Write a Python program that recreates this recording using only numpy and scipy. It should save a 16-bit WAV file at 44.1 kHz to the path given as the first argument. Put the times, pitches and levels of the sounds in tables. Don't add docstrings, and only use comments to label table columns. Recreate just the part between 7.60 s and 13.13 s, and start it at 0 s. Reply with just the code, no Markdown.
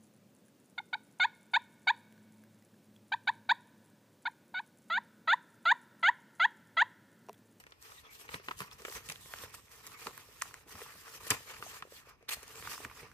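import sys
import numpy as np
from scipy import signal
from scipy.fft import rfft, irfft, next_fast_len
from scipy.io import wavfile
from scipy.ndimage import uniform_filter1d, map_coordinates

SR = 44100
rng = np.random.default_rng(int(sys.argv[2]) if len(sys.argv) > 2 else 0)


def unload_audio(sound):
    columns = np.transpose(np.atleast_2d(sound))
    steps = np.round(np.clip(columns, -1, 1) * 32767)
    wavfile.write(sys.argv[1], SR, steps.astype(np.int16))


def how_loud(loudness_db):
    steps = np.asarray(loudness_db, float) / 20
    return 10 ** steps


N = 243917
CONTROL_STEP = 32

# freq_hz, level_db_per_hz
ROOM_TONE = [(35, -25), (60, 2), (219, -18.5), (289, -10.5), (633, -12), (938, -13), (1210, -22),
             (2200, -34), (15000, -46)]
# freq_hz, t60_s
ROOM_DECAY = [(100, 0.15), (1000, 0.31), (4000, 0.45), (12000, 0.33)]
# delay_ms, level_db
ECHOES = [(.9, -20.5), (1.7, -37.5), (2.9, -46), (4.6, -32), (7.3, -18.5), (11, -33)]
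# time_s, left_lead_ms, left_over_right_db
HAND_PATH = [(0, .29, -0.5), (.5, .3, 1), (1.2, 0.16, 0), (1.8, 0.066, -1.5), (2.2, .09, -1),
             (2.8, 0.034, -1.1), (3.15, 0.069, -.5), (3.5, 0.081, -.5), (3.7, 0.11, .8), (4.1, 0.13, -.5),
             (4.7, 0.097, -0.1), (5.3, .0078, -1.4)]
# freq_hz, likeness_0_to_1
LIKENESS = [(100, 0.93), (600, 1), (1500, 0.51), (3000, 0.048), (7000, 0.049), (15000, 0.041)]
# freq_hz, width_hz, level_db
DESK_GAP = [(448, 32, 26.5), (1120, 480, 17.5), (1840, 170, 16.5), (2526, 450, 22), (3000, 130, -11)]

# start_s, peak_db, pitch_hz
PUFFS = [(0.879, -38, 450), (0.736, -35.5, 141), (0.877, -42.5, 314), (1.002, -36.5, 165),
         (1.199, -49, 243), (1.348, -44, 80), (1.488, -42, 173), (1.832, -45, 114), (2.026, -53, 119),
         (2.459, -34.5, 382), (5.261, -48, 54.6), (3.059, -47.5, 303), (3.141, -44, 130), (3.208, -49, 350),
         (3.345, -50.5, 135), (3.546, -60, 121), (3.704, -31, 108), (3.706, -31, 280), (3.983, -52, 101),
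         (4.21, -52, 127), (4.764, -46.5, 79), (4.993, -47, 360), (4.995, -46.5, 132), (5.07, -48, 103),
         (5.242, -38.5, 163), (5.251, -43, 410), (5.417, -48, 154)]
# start_s, length_s, level_db, pitch_hz
POCKETS = [(0.332, 0.1, -66, 1920), (0.374, 0.029, -58, 3770), (0.439, 0.042, -61.5, 3370),
           (0.474, 0.077, -60, 2270), (0.607, 0.027, -70, 4970), (1.12, 0.021, -55.5, 5400),
           (1.336, .04, -55, 8000), (1.348, 0.035, -51.5, 6160), (2.342, 0.047, -57.5, 2170),
           (2.44, .03, -66, 8000), (3.671, .012, -44, 11500), (3.545, .02, -56, 6070),
           (3.703, 0.012, -35.5, 11900), (3.706, 0.018, -35, 4770), (3.866, 0.056, -55.5, 2220),
           (4.032, 0.083, -56, 6300), (4.351, 0.035, -59, 4300), (4.353, 0.036, -60, 3400),
           (4.709, 0.018, -40, 2500), (4.718, 0.017, -41, 2770), (4.721, 0.027, -45, 4320),
           (4.725, 0.023, -44, 8300), (4.728, 0.012, -50, 1710), (4.707, .03, -47, 6700),
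           (5.083, 0.04, -62, 8200), (5.125, 0.065, -55, 5230)]
POCKET_WIDTH = 0.1
# start_s, length_s, level_db, tilt_db
SCRAPES = [(0.738, 0.007, -45.5, -8.5), (1.004, 0.035, -64, -3), (1.348, 0.024, -52, -5),
           (1.486, 0.0058, -38, 6), (1.496, 0.0074, -38.5, 2), (1.506, 0.019, -45, 6), (2.45, 0.02, -60, 8),
           (2.813, 0.003, -36.5, -1), (2.825, 0.01, -51, 9), (3.666, 0.017, -46.5, 7),
           (3.702, 0.01, -32.5, -2.5), (3.704, 0.016, -32, 3), (3.726, 0.025, -48, 0),
           (4.36, 0.041, -58.5, 1.5), (4.486, 0.014, -64, 10), (4.685, 0.014, -40, 4),
           (4.703, 0.022, -37, 5), (4.723, 0.022, -39.5, 7), (4.743, 0.022, -53, 2), (5.11, 0.04, -50, 9)]

# start_s, peak_db, crack_db, knock_db
TAPS = [(.066, -59.5, 3, 20), (.108, -67, 9, -4), (0.798, -48.5, -30, 7), (1.011, -49, -17, -10),
        (1.203, -58, -3, 7), (1.219, -53.5, 7.5, 12), (1.25, -45.5, 4, 21), (1.282, -40.5, -18, 6.5),
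        (1.3, -49, -18, -4), (1.372, -46, -13, -4), (1.658, -56.5, -8, 11), (1.836, -46.5, -13, 12.5),
        (2.687, -54.5, -8, -4), (3.063, -67, -8, 0), (3.216, -44, -18, 10), (3.667, -44.5, -6, 3),
        (3.805, -52, -15, 2), (4.004, -50, -17, 2), (4.251, -47.5, -23, -14), (4.272, -55, -16, -4),
        (4.321, -48, -24, 3), (4.47, -53, -17, -3), (4.609, -61.5, -29, -11.5), (4.626, -55, -8, 3.5),
        (4.83, -55.5, 13.5, 16), (5.024, -52, -22, 15), (5.202, -46, -22, -12), (5.429, -47.5, -29, 6)]
TAP_HZ, TAP_T60_S = 457, 0.028
# start_s, peak_db, pitch_hz, knock_db
BUCKLES = [(0.121, -43, 3600, 4), (0.319, -43.5, 1290, -6), (.492, -54, 2280, -13),
           (0.651, -48.5, 1070, -7), (.690, -47, 880, 16), (.743, -37.5, 2600, 10.5),
           (0.885, -33, 880, 11.5), (.910, -35.5, 1140, 9), (.913, -31, 1130, 0), (1.004, -40, 1070, 13.5),
           (1.018, -32.5, 1340, -24), (1.558, -45, 1850, -6), (1.737, -40.5, 700, 10),
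           (2.469, -30, 1130, 4), (2.578, -40.5, 1200, -25), (2.855, -43.5, 1140, -11),
           (2.909, -46, 1220, -9), (3.153, -41.5, 1060, 2), (3.479, -43, 1380, -6),
           (3.717, -27, 1210, -1.5), (4.025, -36, 1250, 7), (4.224, -33, 1270, 0), (4.683, -40, 3870, -4),
           (4.691, -23, 3760, -10), (4.71, -36, 2600, -14), (5.073, -30.5, 1320, -9),
           (5.312, -41.5, 1140, -18)]
BUCKLE_CRACK_DB, BUCKLE_T60_S = -21, 0.023
# start_s, peak_db, pitch_hz, crack_db
CRACKS = [(0.038, -46.5, 1670, -11), (0.225, -52, 1370, 6), (0.99, -50.5, 2390, 12.5), (1.13, -49, 1870, 0),
          (1.324, -39, 1750, -4), (1.358, -39, 1050, -7), (1.487, -35, 2580, -9), (1.498, -31, 2430, -1.5),
          (1.518, -44, 1990, -3), (1.941, -43, 1250, -8), (2.267, -50, 1450, 4), (2.82, -25, 1700, 0.5),
          (2.941, -36.5, 1770, -4), (3.094, -53, 910, -9.5), (3.191, -45, 1120, -12),
          (3.261, -45, 930, -17), (3.605, -53, 1010, -14), (3.704, -29.5, 1920, 13),
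          (3.712, -35, 1970, -15), (4.223, -51, 2620, -18), (4.879, -52, 990, 10.5), (4.956, -52, 1200, 7),
          (5.117, -47, 1060, -10), (5.133, -51, 980, -2), (5.154, -44, 1340, -14), (5.178, -37.5, 1150, -6),
          (5.249, -31, 1570, -12), (5.298, -42.5, 1640, -18), (5.515, -48, 1450, -12)]
CRACK_KNOCK_DB, CRACK_T60_S = -8.5, 0.017
# start_s, peak_db, pitch_hz, crack_db
TICKS = [(0.682, -42, 2500, -16), (0.719, -41, 3000, -14), (0.736, -44, 4500, -11), (.786, -49, 2500, -13),
         (1.005, -35, 9900, -5), (1.113, -36.5, 3300, -17), (1.298, -33.5, 4370, -18),
         (1.317, -56, 1090, -14), (1.372, -49, 2200, -13), (1.522, -30.5, 5130, -7),
         (1.558, -34.5, 3000, -18), (1.658, -50, 2000, -8), (1.737, -32.5, 1550, -17),
         (1.76, -44, 1500, -8), (1.786, -35, 3400, -8), (1.948, -43, 2400, -5), (2.267, -30, 12000, -12),
         (2.273, -41, 9100, -1), (2.469, -27.5, 3950, -23), (2.577, -27, 11200, -22),
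         (2.82, -31.5, 1010, -13), (3.077, -53, 2470, -2), (3.668, -40, 4500, -6), (3.708, -22, 4500, -8),
         (3.7075, -18.5, 6960, -12), (4.038, -48, 9000, 3), (4.223, -35, 3000, -25),
         (4.679, -52, 1510, -20), (4.955, -43, 2580, -16), (4.979, -44.5, 2500, -9),
         (5.039, -54, 1500, -10), (5.089, -56, 1500, -12), (5.118, -41, 1300, -15.5),
         (5.132, -39, 6000, -1), (5.247, -33, 2300, -11), (4.064, -42, 716, -20), (0.884, -34, 2190, -25),
         (0.744, -41, 1120, -15), (3.903, -41, 1310, -16), (1.503, -46, 1010, -16),
         (1.518, -44.5, 780, -18), (2.48, -44, 1250, -18), (2.497, -45, 1300, -18), (0.857, -55, 1190, -18),
         (3.721, -30, 1300, -16), (3.735, -44, 8500, -8),
         (1.846, -42, 1600, -16), (1.907, -50, 4500, -8), (2.082, -51, 2260, -20),
          (2.822, -30.5, 1180, -20), (3.107, -47, 1900, -14), (3.181, -45, 1800, -20),
          (3.217, -47, 1500, -14), (3.354, -55, 600, -20), (4.687, -39, 5000, -10), (4.769, -49, 640, -18),
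          (5.025, -39, 2520, -14), (5.204, -42.5, 915, -18)]
TICK_KNOCK_DB, TICK_T60_S = -13.5, 0.0075

# freq_hz, level_db_per_hz
PUSH_SPECTRUM = [(15, -42.5), (25, -6), (48, 5.5), (109, 4.5), (205, -4), (263, -4), (330, -5.5),
                 (430, -40), (730, -120)]
# time_s, effort_db
ARM_EFFORT = [(0.0, -67.5), (0.14, -75.5), (0.44, -73.5), (0.86, -70), (1.89, -68), (2.08, -75),
              (2.53, -69.5), (2.69, -71), (2.93, -72.5), (3.09, -73), (3.57, -74), (3.8, -67), (3.9, -69),
              (4.21, -71.5), (4.47, -74), (5.11, -67), (5.34, -67), (5.53, -68)]
PUSH_DB, PUSH_FOLLOWS, PUSH_SMOOTH_S, PUSH_WANDER_DB = 3, 0.18, 0.092, 0.7

# freq_hz, level_db_per_hz
HISS_SPECTRUM = [(880, -38.5), (1500, -19), (1850, -1.5), (2120, -38), (2750, -6), (3710, -8.5), (7350, -8),
                 (8180, -7), (9720, -12), (11900, -7.5), (15000, -11)]
# freq_hz, level_db_per_hz
BODY_SPECTRUM = [(120, -59), (200, -5), (269, -4.5), (443, -8), (845, -4), (1220, -2.5), (3570, -12),
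                 (5000, -2.5), (6500, -3.5), (11000, -120)]
# start_s, length_s, hiss_db,
# swell_db, body_over_hiss_db
RUB_STROKES = [(0, 0.0065, -60.5, -6, 2), (0.067, 0.13, -77, -6, 8.5), (0.222, 0.18, -59.5, 1, -0.5),
               (0.435, 0.05, -73, 2.5, 11), (0.513, 0.043, -58, 5.5, -4.5), (0.592, 0.02, -56, 4.5, -3.5),
               (0.65, 0.044, -66.5, -1.5, 8), (0.7, 0.055, -56.5, 8.5, 2.5), (0.841, 0.085, -60.5, 2.5, -1),
               (0.983, 0.018, -51, 0, -15), (1.007, 0.022, -52, -7, 2.5), (1.034, 0.041, -62, 1, 2),
               (1.125, 0.013, -60, -3, 4.5), (1.189, 0.044, -62, 0, 0.5), (1.251, 0.12, -51.5, 7, -3),
               (1.408, 0.068, -58, 9.5, -8), (1.533, 0.057, -60, -2.5, -2), (1.614, 0.071, -57.5, -2, -7.5),
               (1.707, 0.13, -52.5, 4, -2), (1.855, 0.038, -64, 6, -1), (1.947, 0.023, -56, -13.5, -1),
               (1.974, 0.13, -65.5, -7, -3.5), (2.119, 0.098, -60.5, -5.5, 1), (2.237, 0.1, -57.5, 1.5, 0),
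               (2.383, 0.043, -55.5, 6, -1), (2.445, 0.032, -52.5, 2.5, -0.5), (2.505, 0.11, -60, 1.5, 1.5),
               (2.632, 0.25, -60.5, 5, -1.5),
               (2.835, 0.18, -63.5, -4, 1.5), (3.09, 0.038, -53, 2.5, -1.5), (3.155, 0.046, -55.5, 3, 1),
           (3.215, 0.023, -50.5, 0, -6), (3.25, 0.018, -61, 4, 4), (3.28, 0.21, -58.5, 2.5, -1.5),
           (3.48, 0.082, -56, 11.5, -3.5), (3.61, 0.13, -51, 9.5, 0), (3.74, .11, -57.5, -1, -2),
           (3.868, 0.045, -54.5, 2, 3), (3.935, 0.064, -58, 0, 2.5), (4.02, 0.16, -54, 1.5, -1),
           (4.21, 0.087, -70.5, 6, 1.5), (4.305, 0.017, -58.5, 5, -6), (4.345, 0.052, -59, -2, -5.5),
           (4.415, 0.033, -71.5, -9, 4.5), (4.46, 0.039, -68, 3.5, 8.5), (4.759, 0.084, -60, 0, -0.5),
           (4.873, 0.16, -56, 7, -0.5), (5.05, 0.081, -50.5, 7.5, 0), (5.145, 0.059, -52, -5, -7),
           (5.21, 0.033, -55.5, 10, 1.5), (5.28, 0.13, -62, 10.5, 3), (5.44, 0.18, -72.5, -9, 9)]
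START_DB_PER_S, STOP_DB_PER_S, BODY_STOP_DB_PER_S = 697, 439, 258
SETTLE_DB, SETTLE_DB_PER_S = -33, 62
REST_HISS_DB, REST_BODY_DB = -85, -73.5


def unit(x):
    return x / np.sqrt(np.mean(x ** 2) + 1e-20)


def along(points, hz):
    f, v = np.transpose(points)
    return np.interp(np.log(hz + 1), np.log(f + 1), v)


def curves(rows):
    s, *cols = np.transpose(rows)
    return [np.interp(np.arange(N) / SR, s, c) for c in cols]


def smooth(control):
    return np.interp(np.arange(N), np.arange(len(control)) * CONTROL_STEP, control)


def wobble(rate_hz):
    knots = rng.standard_normal(int(N * rate_hz / SR) + 4)
    fine = map_coordinates(knots, [np.arange(len(knots) * 8) / 8])
    return np.interp(np.arange(N) * rate_hz / SR, np.arange(len(fine)) / 8, fine)


def filtered(x, response):
    m = next_fast_len(x.shape[-1] + 2048, True)
    spectrum = rfft(x, m) * response(np.fft.rfftfreq(m, 1 / SR))
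    return irfft(spectrum, m)[..., :x.shape[-1]]


def resonance(f, hz, width_hz):
    return 1j * f * width_hz / (hz * hz - f * f + 1j * f * width_hz)


def gap(f, open_db):
    ringing = sum(how_loud(db) * np.abs(resonance(f, hz, width_hz)) for hz, width_hz, db in DESK_GAP)
    return how_loud(open_db) + ringing


def spread(shared, own):
    def turn(hz):
        return np.arccos(np.clip(along(LIKENESS, hz), 0, 1)) / 2

    pair = np.array([shared, own])
    mid, side = filtered(pair, lambda hz: np.array([np.cos(turn(hz)), np.sin(turn(hz))]))
    return np.array([mid + side, mid - side])


def friction(grain_db, clump_db, patch_db):
    z = signal.stft(rng.standard_normal((2, N)), nperseg=512)[2]
    field = uniform_filter1d(rng.standard_normal(z.shape[1:]), size=7, axis=0)
    field = uniform_filter1d(field, size=9, axis=1)
    noise = signal.istft(z * how_loud(patch_db * unit(field)), nperseg=512)[1][:, :N]
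    size_db = grain_db * wobble(900) + clump_db * (wobble(120) + wobble(35))
    return spread(*(noise * how_loud(size_db)))


def crackle(rate_hz, spread_db):
    hit = rng.random(N) < rate_hz / SR
    size = np.minimum(rng.exponential(size=N), 2.5)
    return spread(*(hit * how_loud(spread_db * size) * rng.standard_normal((2, N))))


def room_tone():
    return how_loud(-72.5) * unit(filtered(rng.standard_normal((2, N)), lambda f: how_loud(along(ROOM_TONE, f))))


def room(x):
    hz, t, z = signal.stft(rng.standard_normal((2, SR // 3)), SR, nperseg=256)
    decay = how_loud(-60 * t / along(ROOM_DECAY, hz)[:, None])
    tail = signal.istft(z * decay, SR, nperseg=256)[1]
    delayed = np.pad(x, ((0, 0), (220, 0)))
    return signal.fftconvolve(delayed, tail / np.linalg.norm(tail[0]), axes=1)[:, :N]


def nearby(x):
    skew = np.array([[1.07], [.93]])

    def returns(f):
        return 1 + sum(how_loud(db) * np.exp(-2j * np.pi * f * ms * skew / 1000) for ms, db in ECHOES)

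    return filtered(x, returns)


def placed(x):
    lead_ms, pan_db = curves(HAND_PATH)
    lead = lead_ms * SR / 2000
    n = np.arange(N)
    left = map_coordinates(x[0], [n + lead], order=3)
    right = map_coordinates(x[1], [n - lead], order=3)
    return np.array([left * how_loud(pan_db / 2), right * how_loud(-pan_db / 2)])


def puffs():
    out, t = np.zeros(N + SR), np.arange(SR // 5) / SR
    for s, db, hz in PUFFS:
        swell = rng.standard_normal(len(t)) * t * how_loud(-60 * t / 0.056)
        push = filtered(swell, lambda f: resonance(f, hz, 1.0 * hz) ** 2)
        out[round(s * SR):][:len(t)] += how_loud(db - 6.5) * push / np.abs(push).max()
    return out[:N]


def hand_push():
    body_db = strokes()[1]
    thump = filtered(friction(grain_db=.1, clump_db=.9, patch_db=1.2), lambda f: how_loud(along(PUSH_SPECTRUM, f)))
    motion_db = uniform_filter1d(body_db, size=round(PUSH_SMOOTH_S * SR))
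    follow_db = PUSH_FOLLOWS * (motion_db - motion_db.mean())
    push_db = PUSH_DB + curves(ARM_EFFORT)[0] + follow_db + PUSH_WANDER_DB * wobble(9.9)
    return how_loud(push_db) * unit(thump)


def pockets():
    out, t = np.zeros((2, N + SR)), np.arange(SR // 8) / SR
    for s, length_s, db, hz in POCKETS:
        noise = rng.laplace(size=(2, len(t)))
        band = unit(filtered(noise, lambda f: resonance(f, hz, POCKET_WIDTH * hz) ** 2))
        swell = np.sin(np.pi * np.clip(t / length_s, 0, 1))
        out[:, round(s * SR):][:, :len(t)] += how_loud(db) * band * swell
    return out[:, :N]


def scrapes():
    t = np.arange(0, N, CONTROL_STEP) / SR
    low, high = np.zeros((2, len(t)))
    for s, length_s, db, tilt_db in SCRAPES:
        attack = np.clip((t - s) / 0.0054, 0, 1)
        shape = attack * how_loud(-60 * np.clip(t - s - length_s, 0, 1) / 0.015)
        low += how_loud(db - tilt_db) * shape
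        high += how_loud(db - 6.0 + tilt_db) * shape
    body = filtered(friction(grain_db=2.0, clump_db=1.24, patch_db=-2.0),
                    lambda f: resonance(f, 1970, 4700) * gap(f, open_db=-22))
    hiss = filtered(friction(grain_db=-2.0, clump_db=1.6, patch_db=1.8), lambda f: how_loud(along(HISS_SPECTRUM, f)))
    return smooth(low) * unit(body) + smooth(high) * unit(hiss)


def contacts():
    taps = [(s, db, TAP_HZ, crack, knock, TAP_T60_S) for s, db, crack, knock in TAPS]
    buckles = [(s, db, hz, BUCKLE_CRACK_DB, knock, BUCKLE_T60_S) for s, db, hz, knock in BUCKLES]
    cracks = [(s, db, hz, crack, CRACK_KNOCK_DB, CRACK_T60_S) for s, db, hz, crack in CRACKS]
    ticks = [(s, db, hz, crack, TICK_KNOCK_DB, TICK_T60_S) for s, db, hz, crack in TICKS]
    return taps + buckles + cracks + ticks


def snaps():
    out, t = np.zeros((2, N + SR)), np.arange(SR // 24) / SR
    s, db, hz, crack_db, knock_db, t60_s = np.transpose(contacts())[:, :, None, None]
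    noise = rng.laplace(size=(len(s), 3, 2, len(t)))
    noise[..., :110] *= 0.3
    noise[:, :, 0, 110] += 24
    burst = how_loud(-60 * t / np.clip(t60_s, .004, .3)) * (1 - np.exp(-t / 0.0036))

    def knock_response(f):
        broad = resonance(f, 1550, 2550) ** 3 * (1 + 0.17 * resonance(f, 1060, 280))
        return broad + 0.9 * resonance(f, 462, 160)

    fold = filtered(noise[:, 0] * burst, lambda f: resonance(f, hz, 0.5 * hz) ** 2)
    knock = filtered(noise[:, 1] * burst, knock_response)
    crack = filtered(noise[:, 2] * burst ** 2, lambda f: resonance(f, 6460, 5800) ** 2)
    sounds = 0
    for x, level_db in ((fold, 1.5), (knock, knock_db), (crack, crack_db + 12.0)):
        sounds = sounds + how_loud(db + level_db) * x / np.abs(x).max(axis=(1, 2), keepdims=True)
    starts = np.round(s.ravel() * SR).astype(int) - 74
    for start, sound in zip(starts, sounds):
        out[:, start:start + len(t)] += sound
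    return spread(out[0, :N], 1.02 * out[1, :N])


def strokes():
    t = np.arange(0, N, CONTROL_STEP) / SR
    s, length_s, db, swell_db, body_db = np.transpose(RUB_STROKES)[:, :, None]
    swell = swell_db * (np.clip((t - s) / length_s, 0, 1) - .5)
    held_db = db + swell - START_DB_PER_S * np.clip(s - t, 0, 1)
    after_s = np.clip(t - s - length_s, 0, 9)
    creep = how_loud(held_db + SETTLE_DB - SETTLE_DB_PER_S * after_s) ** 2
    hiss = how_loud(held_db - STOP_DB_PER_S * after_s) ** 2 + creep
    body = how_loud(held_db + body_db - BODY_STOP_DB_PER_S * after_s) ** 2 + creep
    rests = ((hiss, REST_HISS_DB), (body, REST_BODY_DB))
    return [smooth(10 * np.log10(x.sum(axis=0) + how_loud(rest_db) ** 2)) for x, rest_db in rests]


def slide():
    hiss_db, body_db = strokes()

    def hiss_response(f):
        return how_loud(along(HISS_SPECTRUM, f))

    def body_response(f):
        return how_loud(along(BODY_SPECTRUM, f)) * gap(f, open_db=-19)

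    def pop_response(f):
        return resonance(f, 1110, 390) + 0.39 * resonance(f, 1860, 620) + 1.9 * resonance(f, 457, 99)

    hiss = filtered(friction(grain_db=-0.5, clump_db=1.12, patch_db=2.5), hiss_response)
    fizz = filtered(crackle(rate_hz=500, spread_db=-0.5), hiss_response)
    body = filtered(friction(grain_db=0.5, clump_db=2.0, patch_db=2.0), body_response)
    pops = filtered(crackle(rate_hz=160, spread_db=1.0), pop_response)
    rub = unit(hiss) + how_loud(-6) * unit(fizz)
    bulk = unit(body) + how_loud(-10.0) * unit(pops)
    return how_loud(hiss_db + 1.0) * rub + how_loud(body_db) * bulk


def scene():
    sharp = snaps() + scrapes() + puffs() + pockets()
    steady = slide() + hand_push()
    return nearby(placed(steady + sharp)) + how_loud(-17.0) * room(sharp) + room_tone()


def band_limit(x):
    return signal.sosfilt(signal.butter(12, 16450, fs=SR, output="sos"), x)


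def record(dry):
    def band(f):
        top = how_loud(-40) + 1 / (1 + (f / 15250) ** 120)
        return top / (1 + (38 / (f + 1)) ** 6)

    return band_limit(filtered(dry, band))


dry = scene()
out = record(dry)
unload_audio(out)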